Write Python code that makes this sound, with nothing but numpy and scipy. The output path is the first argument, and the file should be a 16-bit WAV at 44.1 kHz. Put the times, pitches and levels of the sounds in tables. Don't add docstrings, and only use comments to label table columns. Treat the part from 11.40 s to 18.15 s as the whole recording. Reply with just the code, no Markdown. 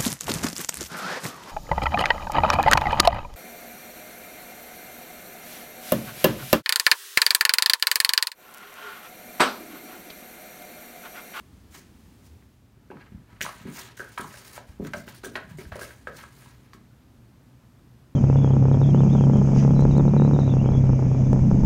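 import sys
import numpy as np
from scipy import signal
from scipy.fft import rfft, irfft
from scipy.io import wavfile
from scipy.ndimage import uniform_filter1d

SR = 44100
rng = np.random.default_rng(int(sys.argv[2]) if len(sys.argv) > 2 else 0)


def voltage_ratio(decibels):
    exponent = np.asarray(decibels, float) / 20
    return 10 ** exponent


def int16_out(signal):
    q = np.round(np.clip(np.atleast_2d(signal).T, -1, 1) * 32767)
    wavfile.write(sys.argv[1], SR, q.astype(np.int16))


N = 297675


def colour(x, points):
    hz, db = np.transpose(points)
    f = np.arange(len(x) // 2 + 1) * SR / len(x) + 1
    gain = voltage_ratio(np.interp(np.log(f), np.log(hz), db))
    y = irfft(rfft(x) * gain, len(x))
    return y / np.std(y)


def walk(rate):
    k = int(SR / rate)
    held = np.repeat(rng.standard_normal(N // k + 1), k)
    slewed = uniform_filter1d(uniform_filter1d(held, k), k)
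    return 1.3 * slewed[:N]


def resonate(x, hz, width):
    return signal.lfilter(*signal.iirpeak(hz, hz / width, SR), x)


def add(out, s, x):
    i = int(s * SR)
    out[i:i + len(x)] += x[:N - i]


# frequency in Hz, relative density in dB per Hz.
EARLY_HOUSE = [(15, -52.5), (25, -23), (76, 1.5), (149, -11), (200, -7.5), (236, -8.5), (277, -11),
               (463, -23), (545, -26), (818, -27), (1610, -31), (11900, -41.5), (16000, -42)]
# frequency in Hz, relative density in dB per Hz.
LATER_HOUSE = [(15, -59), (25, -25), (49, -7.5), (70, -6), (92, -12), (102, -6.5), (123, 0), (153, -14),
               (236, -11), (405, -23), (560, -27), (1290, -30), (2110, -35.5), (10400, -45.5),
               (12900, -43.5), (16000, -49.5)]
# frequency in Hz, width in Hz, rms level in dB.
MAINS_HUM = [(120.37, 5.68, -68), (241.94, 44, -69)]
EARLY_HOUSE_DB, LATER_HOUSE_DB = -51.5, -53
FADE_S = (0.938, 1.5222)


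def house():
    fade = np.interp(np.arange(N) / SR, FADE_S, [0, 1])
    early = voltage_ratio(EARLY_HOUSE_DB + 0.8 * walk(3)) * colour(rng.standard_normal(N), EARLY_HOUSE)
    later = voltage_ratio(LATER_HOUSE_DB + 0.5 * walk(2.548)) * colour(rng.standard_normal(N), LATER_HOUSE)
    for hz, width, db in MAINS_HUM:
        tone = resonate(rng.standard_normal(N), hz, width)
        later = later + voltage_ratio(db) * tone / np.std(tone)
    return (1 - fade) * early + fade * later


# peak time in seconds, pile level in dB, tube scraping level in dB,
# seconds to rise 20 dB, seconds to fall 20 dB. A negative rise starts the stroke abruptly that long
STROKES = [(0.052, -56, -70, 0.3021, -0.0205), (0.22, -63.5, -73.5, -0.0533, 0.1972),
           (0.6, -67, -75, 0.2411, 0.5566), (0.349, -43, -53.5, 0.0427, 0.0929),
           (0.395, -47.5, -69, 0.0599, 0.0083), (0.864, -54.5, -77, 0.0548, 0.0454),
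           (1.615, -85.5, -56, 0.1173, 0.0594), (1.665, -82.5, -61, 0.0618, 0.0436),
           (1.724, -81.5, -63.5, 0.1003, 0.132), (1.934, -69, -61, 0.1229, 0.2145),
           (2.021, -31, -60, 0.0123, 0.0758), (2.074, -45, -46.5, 0.0696, 0.2395),
           (2.29, -60.5, -49, 0.1069, 0.3094), (2.398, -36.5, -45.5, 0.1304, 0.0963),
           (2.578, -42, -51, -0.0092, 0.1169), (2.65, -61.5, -56.5, 0.1031, 0.2131),
           (2.716, -50.5, -60.5, -0.0002, 0.1343), (2.801, -38, -56.5, -0.004, 0.0592),
           (2.87, -52, -51, 0.0412, 0.2811), (2.982, -43.5, -51.5, 0.1608, 0.0816),
           (3.066, -45, -53.5, 0.0617, 0.1663), (3.165, -40.5, -50, 0.0715, 0.0428),
           (3.286, -55, -56.5, 0.0247, 0.0959), (3.356, -54, -58, -0.1337, 0.1667),
           (3.449, -50, -51, 0.0436, 0.0647), (3.475, -59, -51, 0.0881, 0.0441),
           (3.581, -46.5, -68, 0.0745, 0.0683), (3.688, -42, -44.5, 0.0266, 0.0546),
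           (3.746, -45, -57.5, 0.0112, 0.0786), (3.849, -36.5, -58, 0.0156, 0.0504),
           (3.943, -55.5, -65, 0.1239, 0.0944), (3.99, -61, -57, 0.1777, 0.2264),
           (4.101, -54, -56, 0.0369, 0.1043), (4.213, -46.5, -58.5, 0.0433, 0.0472),
           (4.277, -56, -63, 0.0492, 0.0977), (4.432, -37.5, -56.5, 0.044, 0.0699),
           (4.5, -53.5, -59.5, 0.1576, 0.3137), (4.765, -49, -55.5, 0.0518, 0.1994),
           (4.79, -50, -51.5, 0.058, 0.1081), (4.994, -53, -58, 0.1367, 0.314),
           (5.102, -60, -61, 0.29, 0.106), (5.194, -63, -63, -0.05, 0.1545)]
# time in seconds, pile level in dB, tube scraping level in dB,
# seconds to fall 20 dB.
SKIDS = [(1.508, -62.5, -58, 0.0318), (2.009, -31.5, -50, 0.0425), (2.569, -43, -55.5, 0.0629),
         (2.684, -51.5, -63.5, 0.1649), (2.762, -56, -61.5, 0.2622), (2.776, -50.5, -36, 0.0241),
         (2.78, -42, -60.5, 0.1014), (3.468, -45.5, -57, 0.0276), (3.535, -43.5, -31.5, 0.022),
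         (3.548, -46, -59.5, 0.1206), (3.834, -51.5, -41, 0.0277), (3.955, -49, -33, 0.0362),
         (4.172, -53, -69, 0.1776), (4.185, -47.5, -45, 0.0561), (4.318, -53.5, -46.5, 0.0731),
         (4.356, -46.5, -49, 0.0943), (4.393, -44, -46.5, 0.0742), (4.41, -40, -55, 0.0482),
         (4.508, -48, -57, 0.0212), (4.672, -54, -46, 0.0541), (5.333, -52, -62.5, 0.0336)]
SKID_RISE_S = 0.002875
TILT_DB, DULLER_PER_DB = -4, 0.2278


def contact(t):
    skids = [(s, pile_db, tube_db, SKID_RISE_S, fall_s) for s, pile_db, tube_db, fall_s in SKIDS]
    pile_power, tube_power, faded_db = np.zeros((3, N)) + 1e-9
    for s, pile_db, tube_db, rise_s, fall_s in list(STROKES) + skids:
        on = slice(max(int((s - rise_s) * SR), 0), int((s + 2 * fall_s) * SR))
        before_db = 20 * np.maximum(s - t[on], 0) / rise_s
        after_db = 20 * np.maximum(t[on] - s, 0) / fall_s
        shape = voltage_ratio(-before_db - after_db)
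        pile_power[on] += voltage_ratio(2 * pile_db) * shape ** 2
        tube_power[on] += voltage_ratio(2 * tube_db) * shape ** 2
        faded_db[on] += voltage_ratio(2 * pile_db) * shape ** 2 * after_db
    tilt_db = TILT_DB - DULLER_PER_DB * faded_db / pile_power
    return np.sqrt(pile_power), tilt_db, np.sqrt(tube_power)


# frequency in Hz, relative density in dB per Hz.
PILE = [(180, -70.5), (300, -0.5), (1280, -25.5), (1660, -13.5), (2930, -4.5), (6960, 3), (7690, -1),
        (8940, 3), (12500, 5), (15700, 0), (16400, -68.5)]
# mode frequency in Hz,
# nominal width in Hz, relative level in dB.
TUBE = [(613.76, 103.46, 4.5), (857.07, 87.12, 6), (1000, 109.39, 5.5), (1150, 127.77, 3.5),
        (1300, 118.7, 2), (1550, 99.63, 4), (1680, 198.88, 4), (1953, 211.56, 4), (2208.2, 194.8, 3.5),
        (2585, 196.17, 1.5), (2870, 200.25, 1), (3241.9, 226.7, -0.5), (4070.2, 551.5, -1.5)]


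def slides():
    on_pile, tilt_db, on_tube = contact(np.arange(N) / SR)
    unevenness = np.minimum(rng.exponential(size=(2, N)), 5)
    ticks = rng.standard_normal((2, N)) * voltage_ratio(1.267 * unevenness)

    fibres = colour(ticks[0] * voltage_ratio(2.2 * walk(250) + 0.3 * walk(50)), PILE)
    pile = 0
    for k, hz in enumerate(400 * 2 ** np.arange(0, 5.6, 0.5)):
        band = (-1) ** k * voltage_ratio(0.9 * walk(30)) * resonate(fibres, hz, hz / 2.5)
        pile = pile + voltage_ratio(tilt_db * np.log2(max(hz, 2000) / 8000)) * band

    rub = ticks[1] * voltage_ratio(3.213 * walk(120))
    tube = 0
    for k, (hz, width, gain_db) in enumerate(TUBE):
        share_db = gain_db - 8.028 * abs(np.log2(hz / 1494.8))
        tube = tube + (-1) ** k * voltage_ratio(share_db) * resonate(rub, hz, 1.4754 * width)

    pile_gain, tube_gain = signal.lfilter([0.016], [1, -0.984], [on_pile, on_tube])
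    return pile_gain * pile + tube_gain * tube / np.std(tube)


def ring(modes, share_db, db, stretch, rise_s):
    f, width, gain_db = np.transpose(modes)[:, :, None]
    detune, phase, uneven = rng.standard_normal((3, len(modes), 1))
    t = np.arange(SR // 5) / SR
    tones = np.sin(2 * np.pi * (f * (1 + 0.01702 * detune) * t + phase))
    decay = np.exp(-np.pi * width * t / np.clip(stretch, 0.1, 3))
    swell = (1 - np.exp(-t / rise_s * f / np.median(f))) ** 2
    level = voltage_ratio(gain_db + share_db + 1.5 * uneven)
    x = np.sum(level * tones * swell * decay, axis=0)
    return voltage_ratio(db) * x / np.max(np.abs(x))


# start in seconds, peak level in dB, favoured pitch in Hz, change in dB
# one octave above that pitch, low wall flex (share of the lowest mode) in dB.
KNOCKS = [(1.024, -51, 1680, -14.5, -5.5), (1.502, -42, 1550, -21, -9), (1.51, -47, 2585, -18.5, -20.5),
          (1.519, -47, 2585, -22.5, -19.5), (1.514, -33.5, 927.2, -17.5, -8),
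          (1.57, -39.5, 996.4, -7.5, -12.5), (1.61, -41.5, 1647, -12, -13.5),
          (1.625, -48.5, 2141, -20.5, -13.5), (2.008, -23, 1864, -15.5, -11), (2.013, -18, 1953, -23, -20),
          (2.014, -16, 2418, -4.5, -20), (2.02, -23.5, 2870, -12, -21.5),
          (2.049, -28.5, 1010, -23.5, -11.5), (2.0625, -22, 1204, -19, -12),
          (2.077, -29.5, 1150, -22, -15.5), (2.091, -32, 1054, -16, -5), (2.574, -39, 1913, -32.5, -28.5),
          (2.595, -29, 1602, -21.5, -18), (2.603, -25, 1551, -29.5, -22.5),
          (2.615, -32.5, 1550, -34.5, -25), (2.633, -39.5, 1550, -36, -25.5),
          (2.646, -42, 1550, -36.5, -25), (2.777, -20, 1300, -14.5, -13), (2.78, -26, 1000, -16, -15.5),
          (2.794, -29.5, 1550, -25.5, -10.5), (2.802, -23.5, 1300, -17.5, -5.5),
          (2.843, -31, 1090, -32.5, -33.5), (2.941, -35, 1586, -17.5, -4.5), (3.178, -27.5, 813, -10.5, 3),
          (3.449, -32.5, 1354, -1.5, -4.5), (3.468, -42.5, 1620, -29, -16.5), (3.535, -21, 1633, -17, -18),
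          (3.538, -25.5, 1508, -23.5, -8), (3.543, -26, 1483, -27.5, 9), (3.556, -32.5, 1300, -19, 8),
          (3.679, -30, 1680, -15.5, -6.5), (3.837, -33, 1550, -23, 0), (3.846, -30.5, 1612, -27.5, -7),
          (3.866, -35.5, 1495, -29.5, -1), (3.955, -21, 1953, -12, -11), (3.959, -22.5, 1550, -16.5, -0.5),
          (3.968, -31, 1550, -27, -3.5), (3.977, -27, 1493, -25, -3.5), (4.185, -39, 2212, -30, -6.5),
          (4.193, -41.5, 2210, -28.5, -9.5), (4.205, -42, 2201, -30, -14.5),
          (4.253, -40.5, 1550, -15.5, -5), (4.3195, -30.5, 1680, -16.5, -3.5),
          (4.323, -26.5, 1244, -18.5, 2), (4.346, -38.5, 2095, -30.5, -16), (4.358, -33, 1000, -17, 4.5),
          (4.392, -30, 1185, -8.5, -6), (4.411, -33.5, 1680, -20.5, -21.5),
          (4.416, -30.5, 1566, -22.5, -26), (4.432, -33, 1502, -24.5, -13), (4.451, -36, 2199, -14.5, -5.5),
          (4.506, -36, 1499, -18.5, -14), (4.671, -25, 1422, -23.5, -36), (4.837, -35, 1500, -16.5, -11),
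          (5.06, -45, 1000, -8, -17), (5.333, -37.5, 1128, -12, -32.5)]
RING_STRETCH = 0.9635
LIGHT_KNOCK_DB, SHORTER_PER_DB = -32, 0.0337


def knocks():
    out = np.zeros(N)
    for s, db, hz, fall_db, flex_db in KNOCKS:
        stretch = RING_STRETCH - SHORTER_PER_DB * max(db - LIGHT_KNOCK_DB, 0)
        octaves = np.log2(np.array(TUBE)[:, :1] / hz)
        above_db = fall_db * np.sqrt(np.abs(octaves))
        share_db = np.where(octaves > 0, above_db, 36.376 * octaves)
        share_db[0] = flex_db
        rise_s = 0.000085 * voltage_ratio(-0.8 * fall_db)
        add(out, s, ring(TUBE, share_db, db, stretch, rise_s))
    return out


# start in seconds, peak level in dB, favoured pitch in Hz,
# ring length as a factor.
THUDS = [(1.37, -43.5, 129.9, 0.2115), (1.503, -33.5, 373.3, 0.5613), (1.529, -33, 270.3, 0.652),
         (1.72, -34.5, 155.1, 0.277), (1.745, -34, 81.34, 0.506), (1.928, -42, 111, 0.5415),
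         (2.008, -34, 157.8, 0.3224), (2.21, -39, 162, 0.592), (2.253, -28.5, 234.1, 0.8175),
         (2.276, -36, 274.5, 0.945), (2.597, -32.5, 439.2, 0.8196), (2.796, -29.5, 273.7, 0.3209),
         (2.819, -38.5, 209.2, 0.693), (3.288, -38, 71, 0.5504), (3.398, -22.5, 262.8, 0.577),
         (3.405, -25.5, 290.5, 0.495), (3.42, -29.5, 250, 0.839), (3.433, -31.5, 241.1, 0.6997),
         (3.452, -36.5, 250, 0.897), (3.479, -40.5, 250, 0.771), (3.546, -37.5, 223, 0.859),
         (3.57, -33.5, 200, 0.3968), (3.673, -38, 242.6, 0.4045), (3.837, -32, 434.8, 0.96),
         (3.862, -33, 432.9, 0.774), (3.878, -36.5, 301.9, 0.7914), (3.955, -34, 330.8, 1.155),
         (4.044, -40.5, 145, 0.4547), (4.111, -34.5, 152, 1.756), (4.185, -33.5, 398, 1.1445),
         (4.258, -33.5, 67.3, 0.574), (4.311, -35, 80.67, 0.985), (4.356, -29.5, 479.4, 0.6118),
         (4.417, -32.5, 455.1, 0.999), (4.671, -33, 438.5, 1.0277), (4.71, -46.5, 137, 1.079),
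         (5.348, -42, 242.8, 0.2957)]
# mode frequency in Hz, width in Hz at ring length 1,
# relative level in dB.
BOARDS = [(73.4, 34.17, -13), (112.32, 58.29, -1.5), (152, 59.37, 16), (200, 82.53, 2), (250, 80.52, -0.5),
          (315.8, 119.87, 0.5), (368.17, 138.6, 7), (493.56, 123.93, 2.5)]


def thuds():
    out = np.zeros(N)
    for s, db, hz, stretch in THUDS:
        share_db = -38 * np.abs(np.log2(np.array(BOARDS)[:, :1] / hz))
        add(out, s, ring(BOARDS, share_db, db, stretch, 0.001966))
    return out


# start in seconds, peak level in dB,
# favoured pitch in Hz.
FLICKS = [(2.0137, -27, 7200), (2.022, -30, 5750), (2.027, -28, 5898), (2.032, -29, 6623),
          (2.045, -35, 5750), (2.056, -36.5, 6304), (2.777, -33, 3700), (3.535, -35.5, 4884),
          (3.568, -41, 5851), (3.845, -36, 6079), (3.857, -37, 6086), (5.333, -45.5, 4366),
          (5.338, -51, 4387)]
# mode frequency in Hz, nominal width in Hz, relative level in dB.
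CLAW = [(3700, 395.8, 1.5), (4485.5, 431, -0.5), (5193.4, 350, -1.5), (5750, 128.4, 1),
        (6181.6, 199.7, -0.5), (6639.7, 123.9, -1.5), (7200, 253, 0.5), (8990, 894, -5.5),
        (12500, 1500, -9)]


def flicks():
    out = np.zeros(N)
    for s, db, hz in FLICKS:
        share_db = -50 * np.abs(np.log2(np.array(CLAW)[:, :1] / hz))
        add(out, s, ring(CLAW, share_db, db, 0.9816, 0.0002764))
    return out


ROOM_T60_S, ROOM_DULL_HZ = 0.30468, 2207.3
FIRST_ECHO_S, ECHOES_BUILD_S = 0.00304, 0.004624


def room(x):
    t = np.arange(SR // 2) / SR
    decay = np.exp(-np.log(1000) * t / ROOM_T60_S)
    build = np.clip((t - FIRST_ECHO_S) / ECHOES_BUILD_S, 0, 1)
    tail = rng.standard_normal(len(t)) * decay * build
    tail = signal.lfilter(*signal.butter(1, ROOM_DULL_HZ, fs=SR), tail)
    return signal.fftconvolve(x, tail / np.sqrt(np.sum(tail ** 2)))[:N]


KNOCK_ROOM_DB, THUD_ROOM_DB, SLIDE_ROOM_DB = -11, -6, -12


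def scene():
    slide = slides()
    knock = knocks() + flicks()
    thud = thuds()
    far = voltage_ratio(KNOCK_ROOM_DB) * knock + voltage_ratio(THUD_ROOM_DB) * thud + voltage_ratio(SLIDE_ROOM_DB) * slide
    return (knock + thud + slide + room(far) + house())[None]


def low_pass(x):
    return signal.sosfilt(signal.butter(12, 16460, fs=SR, output="sos"), x)


def record(dry):
    bass_cut = signal.butter(3, 40, "high", fs=SR, output="sos")
    top_cut = signal.ellip(10, 0.2, 70, 15800, fs=SR, output="sos")
    mix = signal.sosfilt(top_cut, signal.sosfilt(bass_cut, dry))
    return low_pass(mix)


dry = scene()
out = record(dry)
int16_out(out)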